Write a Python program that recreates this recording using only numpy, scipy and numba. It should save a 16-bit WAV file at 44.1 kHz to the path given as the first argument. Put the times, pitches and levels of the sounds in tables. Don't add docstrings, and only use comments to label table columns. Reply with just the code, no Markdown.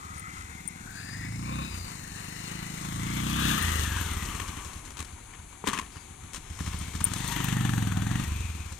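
import sys
import numpy as np
from scipy import signal
from scipy.fft import rfft, irfft, next_fast_len
from scipy.io import wavfile
from scipy.ndimage import uniform_filter1d, map_coordinates
from numba import njit

SR = 44100
rng = np.random.default_rng(int(sys.argv[2]) if len(sys.argv) > 2 else 0)


def persist_wave(psi):
    counts = np.round(np.clip(psi, -1, 1) * 32767).astype(np.int16)
    wavfile.write(sys.argv[1], SR, np.atleast_2d(counts).T)


def ratio_of_db(decibels):
    return 10 ** (np.asarray(decibels, float) / 20)


N = 387638

# time in seconds, firings a second in Hz.
FIRING_RATE = [(0.0, 16.75), (0.907, 20.38), (1.625, 33.24), (2.089, 23.08), (2.467, 26.62), (2.963, 27.36),
               (3.43, 33.4), (4.081, 19.16), (4.827, 8.2), (5.814, 6.79), (6.529, 7.78), (6.644, 15.27),
               (6.928, 13.86), (7.22, 25.41), (7.727, 23.54), (7.95, 19.21), (8.24, 25.5), (8.79, 14.54)]
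# time in seconds, open-throttle bark in dB, thump over bark in dB,
# airbox boom over bark in dB.
EFFORT = [(0, -52, 4, -27), (.55, -51, -13.5, -25), (0.948, -52, -20, -2), (1.25, -44.5, -6, 5),
          (1.6, -38.5, -7.5, -0.5), (2.0, -51.5, -8, -21), (2.8, -44, -10, -7), (2.95, -40, -5, 2),
          (3.498, -32.5, -12.5, -1.5), (3.8, -35, -11, -13), (4.2, -36, -13.5, -9), (4.5, -41, -17, -6),
          (5.1, -50.5, -8, -16), (6.4, -44.5, -18, -24), (6.62, -38, -2, -9), (6.85, -41.5, 2, -1),
          (7.0, -39, -3.5, -20), (7.3, -40.5, -9, -20), (7.57, -31, -23, -5), (7.8, -31.5, -17, -7),
          (8.15, -34, -8.5, -9), (8.79, -45, -10, -11)]
# start in seconds, end in seconds.
SHUT = [
    (.37, 0.5),
    (1.671, 1.84),
    (3.569, 6.55),
    (8.228, 18),
]
# time in seconds, change of bark in dB.
STUMBLES = [
    (4.88, -6),
    (4.99, 6.5),
    (5.27, -24),
    (5.4, -1),
    (5.53, -32),
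    (5.67, -1),
    (6.11, -2),
    (6.51, -3),
    (6.76, -3.5),
    (6.88, -6),
]
# frequency in Hz, width in Hz, level in dB.
PIPE = [(310, 32, 6), (216.5, 8.9, 3)]
# frequency in Hz, width in Hz, level in dB.
SILENCER = [(80.5, 18.5, 0), (66.5, 34, 0)]
# frequency in Hz, width in Hz, level in dB.
AIRBOX = [(105.7, 35, 0)]
# delay in seconds, share.
PIPE_ECHOES = [(0, 0.52), (.0067, 0.087), (.0116, .19)]
# delay in seconds, share.
INTAKE_ECHOES = [(0, 0.82), (.009, 0.57)]
ORDERS = [(2, .72, 0.4, 0.53, 2.3), (3, -0.77, -0.79, -.8, -1.5), (4, 0.72, 1, .82, 0.16),
          (5, -0.26, 0.12, -0.27, 0.78), (6, 0.066, .6, 0.076, 0.18), (7, 0.051, 0.2, 0.15, 0.031),
          (8, 0.013, 0.62, -0.28, -0.14), (9, 0.33, 0.032, 0.48, 0.39), (10, 0.32, -0.33, 0.55, -0.56),
          (11, 0.41, -0.054, 0.93, -0.025), (12, -0.053, .8, 1, 0.5), (13, 0.19, 0.69, .9, -.2)]
STAGES = [1.8, 2.0, 2.8, 3.1, 4.5, 5.1]
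# time in seconds, rattle in dB, gear whine over rattle in dB.
WORKS = [(0, -50, 8), (1.15, -47.5, 6), (1.74, -43, -6.5), (2.13, -43.5, -0.5), (2.89, -41, -2.5),
         (3.13, -39, 4), (3.5, -31.5, -3), (3.87, -35.5, 3.5), (4.43, -39.5, -8), (5.14, -49, -15),
         (6.29, -48, -33), (6.7, -43, -46), (7.02, -42, -10), (7.3, -36, -10), (7.56, -37.5, -4.5),
         (8.03, -42, -1), (8.2, -39.5, -9), (8.79, -47.5, -39)]
# frequency in Hz, density in dB per Hz.
RATTLE = [(130, -55), (220, -1.5), (380, -4), (505, -17), (615, -44), (694, -11.5), (845, -4.5), (932, 1),
          (1760, -6), (2240, -4), (2700, -1), (3540, -2.5), (4760, -20), (5200, -131), (6760, -37),
          (11400, -120)]
# frequency in Hz, density in dB per Hz.
HISS = [(2710, -5), (4200, -2), (4800, -5.5), (5400, -2.5), (6000, -1.5), (6630, 2), (7320, -1.5),
        (8690, -0.5), (9950, -7), (11600, -10.5), (12600, -19), (15200, -18), (16000, -40)]
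# teeth per firing, width in the same unit, level in dB.
GEARS = [(75.3, 6.8, 0)]
# teeth per firing, width in the same unit, level in dB.
CHAIN = [(114, 4.4, -0.098), (172, 17, -0.9)]
# start in seconds, end in seconds, first frequency in Hz, last frequency in Hz, level over rattle in dB.
SHEEN = [(-.2, .55, 1170, 1400, 5), (-.1, .92, 2000, 2180, 2), (.9, 1.2, 2550, 2720, -2),
         (.9, 1.28, 4650, 5050, 1), (1.15, 1.6, 5250, 5650, -7), (1.4, 1.7, 1050, 1120, 3),
         (5.9, 6.05, 5100, 4950, -4), (1.42, 1.7, 520, 570, -9), (7.4, 8.3, 800, 740, -8),
         (7.0, 7.55, 3650, 3550, -12), (7.05, 7.4, 4500, 4350, -13), (7.95, 8.25, 3350, 3600, -11),
         (6.4, 7.2, 2200, 2250, -9), (8.02, 8.32, 1820, 1950, -3), (1.46, 1.78, 3600, 3950, -1),
         (3.3, 3.8, 1500, 2050, -1), (3.1, 4.0, 1150, 1280, -4), (1.95, 2.9, 2750, 2950, -5),
         (1.75, 2.9, 4400, 4350, -6), (3.05, 3.6, 3250, 3500, -5), (3.62, 4.15, 2000, 1400, -4),
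         (3.95, 4.9, 1250, 1080, -6), (3.3, 3.65, 3550, 3800, -3), (3.6, 4.05, 3100, 2400, -6),
         (4.0, 4.4, 2150, 1850, -6), (4.0, 4.45, 3050, 3150, -9), (6.6, 7.1, 3100, 3250, -12),
         (3.28, 3.68, 2650, 2900, -4), (1.58, 2.05, 5050, 4400, -3), (1.42, 1.8, 2530, 2600, 0),
         (2.7, 3.3, 1100, 1200, -6), (8.2, 8.8, 2550, 2450, -5), (7.15, 7.7, 1950, 1800, -5),
         (7.1, 7.45, 900, 980, -5), (7.1, 7.6, 6400, 6450, -8), (1.38, 1.6, 4450, 4350, -9),
         (2.2, 2.5, 5500, 5600, -9), (6.4, 6.9, 5400, 5600, -11)]
# time in seconds, share of the centre frequency.
SHEEN_WIDTH = [(3.0, .065), (3.5, .095), (4.3, .075), (6, .065)]
# frequency in Hz, width in Hz, level in dB.
SPIT = [(2450, 200, 5), (3200, 270, -9), (6200, 540, 6), (11800, 1200, -6)]
# time in seconds, frequency in Hz,
# depth from 0 to 1.
DIP = [(0, 4320, 0), (.6, 4540, 0.2), (1.001, 5670, 0.5), (1.25, 6000, 0.3), (1.6, 5900, .3),
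       (1.951, 5100, 0.65), (2.6, 5000, 0.37), (3.6, 5200, 0.2), (4.6, 5000, 0.54), (5.2, 5450, 0.8),
       (6.2, 5340, 0.8), (6.55, 4700, 0.2), (7.0, 4940, 0), (7.3, 5240, 0.2), (7.8, 5340, 0.84),
       (8.79, 5200, 0.01)]
# time in seconds, frequency in Hz, depth from 0 to 1.
LOW_DIP = [(0, 3000, .4), (.7, 3100, 0.7), (1.3, 3300, 0.8), (2.0, 3450, 0.9), (2.8, 3400, 0.6),
           (2.95, 2600, .5), (3.55, 2240, 0.36), (3.85, 2330, 0.4), (4.1, 2520, 0.2), (4.3, 3700, 0.5),
           (4.6, 3770, 0.34), (6.4, 2800, 0), (7.2, 2786, 0), (7.7, 2140, 0), (8.79, 3020, 0)]
# frequency in Hz, density in dB per Hz.
FIELD = [(15, -37), (25, -5), (97, 2.5), (157, -5.5), (317, -10), (591, -26), (754, -4.5), (1840, -44),
         (2220, -9), (5430, -58), (6560, -11), (9570, -20.5), (10400, -17), (12200, -50), (16000, -49)]
# frequency in Hz, width in Hz, level in dB, start in seconds, end in seconds, trill depth.
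INSECTS = [
    (6340, 77, -62, 3.2, 10, .1),
    (10290, 45, -57, 4.3, 6.3, 1.1),
]
# time in seconds, peak
# in dB, treble over peak in dB, knock over peak in dB.
SCUFFS = [(4.2512, -45.5, 10, -20), (4.36, -48, 8, -20), (4.398, -26.5, -13, -20), (4.479, -51, 10, -20),
          (4.648, -51, 10, -20), (4.733, -47, 6, -20), (4.774, -53, 8, -20), (4.852, -52, 9, -20),
          (4.904, -53, 8, -20), (4.97, -38, 1, -18), (4.991, -34, -3.5, -11), (5.004, -34.5, -7, -9),
          (5.047, -56, 7, -10), (5.069, -56, -1, -10), (5.335, -31, -20, -19), (5.643, -31.5, -37, 12.5),
          (5.654, -32, -6, -8), (5.672, -22, -10.5, -1), (5.686, -23.5, -10.5, -1), (5.697, -29, -17, 2),
          (5.715, -35, -17, 8), (5.7304, -18, -14.5, -23), (5.745, -26, -12, -15), (5.7736, -24.5, -15, -6),
          (5.788, -31, -11, -3), (5.828, -40, -23, 7), (5.921, -50.5, 4.5, -20), (5.959, -39, -16, -1),
          (6.334, -43.5, 7.5, -20), (6.590, -34, -5, -20), (6.61, -35, -7, 2), (6.662, -31.5, -6, -9),
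          (6.731, -33.5, -10, -6), (6.815, -41, -3, -6), (6.935, -40, -7, -20), (6.951, -42, 3.5, -18),
          (7.004, -28, -8, -26), (7.058, -41, 6, -25), (7.136, -40, 9, -20), (7.3165, -44, 8, -20),
          (7.363, -28, -22, -30), (8.721, -49, 4, -12)]
# start in seconds, end in seconds, level in dB, treble over it in dB.
DRAGS = [
    (0.123, 0.233, -64.5, 16.5),
    (0.265, 0.464, -56.5, 11),
    (6.335, 6.39, -50.5, 10),
]
# frequency in Hz, density in dB per Hz.
GRIT = [(71, -40), (120, -8), (264, -1.5), (419, -8), (588, -44), (1070, 5.5), (1510, -10.5), (1790, -1),
        (2020, -5.5), (3120, -6), (4800, -37), (6240, -48), (10600, -120)]
# frequency in Hz, width in Hz, level in dB.
SOLE = [(196, 43, 1), (423, 71, 2), (690, 210, -8), (960, 210, 4), (1790, 77, -23), (2940, 310, -24)]
# time in seconds, peak in dB, upper ring in dB, upper ring in Hz, chatter in dB.
TICKS = [
    (0.181, -42, -20, 14000, 0),
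    (0.196, -38.5, -13, 14000, -3),
    (0.677, -27, -22, 15300, 1),
    (3.6254, -29, -9, 13500, -1),
    (4.1357, -36, -22, 13900, -3),
    (6.789, -37.5, -20, 14000, -2),
    (7.0426, -15, -16, 13800, 0),
    (7.1847, -34, -21, 14000, -4),
    (7.279, -30.5, -11, 14100, -12),
    (7.4436, -35, 2, 12400, -3),
]
# delay in seconds, level in dB, length in seconds.
BOUNCES = [
    (0, 0.5, 0.0038),
    (.0024, -4.5, 0.0034),
    (.0054, -10, 0.0017),
    (.0070, -11, .003),
    (.0088, -7.5, 0.0052),
]
# time in seconds, peak in dB, ring in Hz, width in Hz.
PEBBLES = [
    (4.401, -33, 2300, 700),
    (4.970, -30, 5000, 7000),
    (5.338, -33, 2000, 600),
    (5.673, -24, 2500, 4000),
    (7.363, -17, 2000, 3000),
]
# time in seconds, delay in samples.
BEARING = [(0, -15), (.85, -16), (.9, 25), (3.05, 25), (3.2, 27), (3.82, 27), (3.85, 0), (8.79, 1)]
# frequency in Hz, loss in dB.
RIGHT_LOSS = [(60, -.2), (110, -.2), (200, -.3), (380, 1.5), (700, -.8), (1290, 5.3), (2380, 9.5),
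              (4400, 9.5), (8120, 22.5), (15000, 9)]


def level(x, db):
    return x * ratio_of_db(db) / np.sqrt(np.mean(x ** 2))


def curve(s, values):
    return np.interp(np.arange(N) / SR, s, values)


def swell(start, end):
    return np.sin(np.pi * curve([start, end], [0, 1])) ** 2


def colour(x, points):
    hz, db = np.transpose(points)
    size = next_fast_len(N)
    axis = np.log(np.arange(size // 2 + 1) * SR / size + 1)
    gain = ratio_of_db(np.interp(axis, np.log(hz), db))
    return irfft(rfft(x, size) * gain, size)[..., :N]


@njit
def svf(x, hz, width):
    y, band, low = np.empty(len(x)), 0., 0.
    for i in range(len(x)):
        g = np.tan(np.pi * hz[i] / SR)
        k = width[i] / hz[i]
        v = (band + g * (x[i] - low)) / (1 + g * (g + k))
        band, low = 2 * v - band, low + 2 * g * v
        y[i] = k * v
    return y


def ring(x, modes, scale=1):
    scale = np.ones(N) * scale
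    return sum(ratio_of_db(db) * svf(x, hz * scale, width * scale) for hz, width, db in modes)


def noise():
    return rng.standard_normal(N)


def walk(rate):
    hold = int(SR / rate)
    steps = np.repeat(rng.standard_normal(N // hold + 1), hold)
    return 1.3 * uniform_filter1d(uniform_filter1d(steps, hold), hold)[:N]


def pair(alike):
    shared, left, right = rng.standard_normal((3, N))
    return np.sqrt(alike) * shared + np.sqrt(1 - alike) * np.array([left, right])


def effort():
    s, bark_db, thump_db, boom_db = np.transpose(EFFORT)
    ramp_s, choke_s = 0.022, 0.065
    shut = sum(curve([a, a + ramp_s, b, b + ramp_s], [0, 1, 1, 0]) for a, b in SHUT)
    choke = sum(swell(a - choke_s, a + 1.2 * choke_s) for a, b in SHUT[1:])
    stumble_db = sum(db * swell(at - .09, at + 0.078) for at, db in STUMBLES)
    open_db = curve(s, bark_db) + stumble_db
    thump_db = open_db + curve(s, thump_db) + 13.5 * shut - 13.5 * choke
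    return shut, open_db, thump_db, open_db + curve(s, boom_db)


def puffs(turns, turn, lead_s, sharp_hz, echoes):
    fired = np.diff(np.floor(turns - turn), prepend=0).clip(0)
    fired = sum(share * np.roll(fired, int((after - lead_s) * SR)) for after, share in echoes)
    u = (np.pi * sharp_hz * np.arange(-500, 501) / SR) ** 2
    return signal.fftconvolve(fired, (2 * u - 1) * np.exp(-u), "same")


def silencer_thump(turns):
    fired = np.roll(np.diff(np.floor(turns), prepend=0).clip(0), -int(.0137 * SR))
    pulse = np.exp(-(np.pi * 250 * np.arange(-200, 201) / SR) ** 2)
    push = signal.fftconvolve(fired, pulse, "same")
    return -ring(ring(push, SILENCER[:1]), SILENCER[1:])


def exhaust(hz, turns):
    shut, open_db, thump_db, boom_db = effort()
    bark = puffs(turns, 0, .0007, 146.4, PIPE_ECHOES)
    bark = bark + ring(bark, PIPE)
    gulp = puffs(turns, .57, .0007, 141, INTAKE_ECHOES)
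    boom = -ring(puffs(turns, .5, .0028, 108, [(0.0022, 1)]), AIRBOX)
    bark_db = open_db - 7 * shut + 0.1 * np.minimum(hz - 13, 0)
    gulp_db = open_db - 11.5 - 4.5 * shut + 1.07 * (hz - 25)
    layers = ((bark, bark_db), (silencer_thump(turns), thump_db), (gulp, gulp_db), (boom, boom_db - 4.5 * shut))
    scatter = ratio_of_db(rng.standard_normal((400, 4))[(turns + .3).astype(int)].T)
    out = sum(level(x, db) * scatter[k] for k, (x, db) in enumerate(layers))
    flow = [(140, 200, 0)]
    gas = level(ring(ring(noise(), flow), flow), -28) * ratio_of_db(open_db)
    orders = 0
    for order, *shares in ORDERS:
        share = curve(STAGES, np.repeat(shares, 2)[1:-1])
        orders = orders + share * svf(out, order * hz, 0.44 * hz)
    return out + gas + (1 - shut) * orders


def loose_rattle(rattle_db, beat):
    shaken = pair(0.36) * (1 + 0.67 * beat) * ratio_of_db(2.0 * walk(25))
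    rattle = level(colour(shaken, RATTLE), 0.56)
    dull = colour(rattle, [(2300, -3), (3000, -57)])
    return dull + ratio_of_db(np.minimum(0.63 * (rattle_db + 36.0), 0)) * (rattle - dull)


def hiss_and_sizzle(hz, hiss_db, beat):
    sparks = pair(0.18) * ratio_of_db(1.9 * rng.exponential(size=N).clip(max=np.pi * 2))
    hiss = level(colour(sparks * (1 + 0.69 * beat) * ratio_of_db(walk(15)), HISS), 3.1)
    sizzle = sparks * (1 + 0.94 * beat) * ratio_of_db(3.2 * walk(70) + 2.0 * walk(200))
    sizzle = level(colour(sizzle, [(9500, -44), (11500, 15), (13500, 11), (16000, -10.0)]), -9.5)
    far_db = -9.5 + 3 * np.minimum(hz - 17, 0)
    return ratio_of_db(hiss_db) * (hiss + np.hypot(ratio_of_db(1.4 * (hiss_db + 37.5)), ratio_of_db(far_db)) * sizzle)


def gear_whine(hz):
    whine = level(ring(noise(), GEARS, hz) * ratio_of_db(np.pi * walk(30)), 0)
    return whine * curve([.78, .95, 1.15, 1.32, 1.42], [.2, .65, .9, 1.3, .6])


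def chain_and_sheen(hz):
    out = np.sqrt(swell(1.3, 3.3)) * level(ring(noise(), CHAIN, hz), -21)
    for start, end, first_hz, last_hz, db in SHEEN:
        width = np.interp(start / 2 + end / 2, *np.transpose(SHEEN_WIDTH))
        band = ring(noise(), [(0.99, width, 0)], curve([start, end], [first_hz, last_hz]))
        out = out + swell(start, end) ** 0.4 * level(band, db + 1) * ratio_of_db(1.5 * walk(40))
    return out


def firing_crack(hz, turns, since):
    blow = (turns + .19) % 1 / hz / .0045
    strike = np.roll(np.diff(since, prepend=0) < 0, int(.0015 * SR))
    snap = blow * np.exp(1 - blow) * noise() + 17 * strike
    shell = ring(ring(snap, [(1300, 1100, 0)]), [(1310, 1100, 0)])
    shell = ring(shell, [(798, 220, 2.5), (1244, 360, -3.5), (1760, 310, -1.0), (3200, 1350, 4)])
    return level(shell, 0) + level(ring(snap, SPIT), -11)


def road_dips(out):
    for dip, width in ((DIP, .16), (LOW_DIP, .2)):
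        s, dip_hz, depth = np.transpose(dip)
        bands = np.array([ring(port, [(0.97, width, 0)], curve(s, dip_hz)) for port in out])
        out = out - curve(s, depth.clip(0, 1)) * bands
    return out


def machinery(hz, turns):
    s, *columns = np.transpose(WORKS)
    rattle_db, whine_db = (curve(s, c) for c in columns)
    hiss_db = rattle_db - 2.5 + 0.25 * np.minimum(hz - 15, 0)
    shut, open_db, *_ = effort()
    facing_db = curve([4.5, 5.0], [-12, -8.5])
    crack_db = open_db - 27.5 * shut + facing_db - rattle_db
    since = (turns + .08) % 1 / hz
    beat = np.exp(-since / 0.0077) * curve([7.2, 7.5, 8.2, 8.3], [1, 1.67, 1.67, 1])
    body = loose_rattle(rattle_db, beat) + ratio_of_db(whine_db) * gear_whine(hz)
    body = body + chain_and_sheen(hz) * (0.98 + 0.15 * beat)
    body = body + ratio_of_db(crack_db) * firing_crack(hz, turns, since)
    return road_dips(ratio_of_db(rattle_db) * body + hiss_and_sizzle(hz, hiss_db, beat))


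def field():
    out = level(colour(pair(0.49), FIELD), -49) * ratio_of_db(walk(0.63))
    wind = level(ring(noise(), [(38.4, 24, 0)]) * ratio_of_db(1.7 * walk(5.05)), -53.5)
    gusts_db = curve([0, 1.7, 3.5, 4.3, 5.2, 6.8, 7.3, 8.8], [-7, -2, 4, 9, -2.5, 5, 4, 4])
    out = out + wind * ratio_of_db(gusts_db)
    for hz, width, db, start, end, depth in INSECTS:
        on = curve([start - .1, start, end, end + 0.34], [0, 1, 1, 0])
        chirp = np.exp(depth * np.cos(2 * np.pi * 152.6 * np.arange(N) / SR))
        tone = np.sin(2 * np.pi * np.cumsum(hz + width * walk(300)) / SR)
        out = out + level(tone * chirp, db) * on * ratio_of_db(1.7 * walk(40))
    return out


def shoe():
    grains = pair(0.67) * ratio_of_db(4.0 * walk(400))
    body, top, knocks = np.zeros((3, N))
    t = np.arange(int(.3 * SR)) / SR
    slide = np.exp(-(t / 0.014) ** 1.02) + 0.071 * np.exp(-t / 0.069)
    for s, db, treble_db, knock_db in SCUFFS:
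        i = int(s * SR)
        body[i:i + len(t)] += ratio_of_db(db - 8.5) * slide[:N - i]
        top[i:i + len(t)] += ratio_of_db(db + treble_db + 2.0) * slide[:N - i]
        knocks[i - int(.002 * SR)] -= ratio_of_db(db + knock_db + 28.5)
    for start, end, db, treble_db in DRAGS:
        drag = swell(start, end) ** .5
        body += ratio_of_db(db) * drag
        top += ratio_of_db(db + treble_db) * drag
    crunch = level(colour(grains, GRIT), 0) * body + level(colour(grains, HISS), 0) * top
    heel = np.convolve(knocks, np.hanning(int(0.00093 * SR)) / 16, "same")
    return crunch + ring(heel, SOLE)


def ticks():
    out = np.zeros(N)
    for s, db, upper_db, upper_hz, chatter_db in TICKS:
        for after, bounce_db, length in BOUNCES:
            t = np.arange(int(length * SR)) / SR
            phase = np.outer([8940, upper_hz, 15600], t) + rng.random((3, 1))
            low, high, top = np.sin(2 * np.pi * phase)
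            rings = low + ratio_of_db(upper_db) * (high + ratio_of_db(-9) * top)
            shape = np.sin(np.pi * (t / length) ** 0.42) ** 2
            gain = ratio_of_db(db + bounce_db + chatter_db * (after > 0) + 9.5)
            i = int((s + after - .0006) * SR)
            out[i:i + len(t)] += gain * shape * rings
    return out * ratio_of_db([[0], [-8]])


def pebbles():
    out = np.zeros(N)
    for s, db, hz, width in PEBBLES:
        snap = -1. * (np.arange(N) == int(s * SR))
        out += ring(snap, [(hz, width, db)]) * SR / (2 * np.pi * width)
    return out


def scene():
    hz = uniform_filter1d(curve(*np.transpose(FIRING_RATE)), int(.1 * SR), mode="nearest")
    hz = hz + 2.2 * (swell(.04, .16) - swell(.16, .28))
    turns = .093 + np.cumsum(hz) / SR
    dry = exhaust(hz, turns) + machinery(hz, turns) + field() + shoe() + ticks() + pebbles()
    return dry + colour(dry[0] - dry, [(550, 0), (1500, -20)])


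def roll_off(x):
    return signal.sosfilt(signal.butter(12, 16590, fs=SR, output="sos"), x)


def record(dry):
    left, right = dry
    bass = colour(right, [(500, 0), (800, -4.5), (1300, -20)])
    late = np.arange(N) - curve(*np.transpose(BEARING))
    right = np.roll(bass, 24) + map_coordinates(right - bass, [late], order=3)
    right = colour(right, np.array(RIGHT_LOSS) * [1, -1])
    top_hz = 15850
    mix = colour(np.array([left, right]), [(top_hz, 0), (top_hz * 1.03, -60)])
    return roll_off(mix)


dry = scene()
out = record(dry)
persist_wave(out)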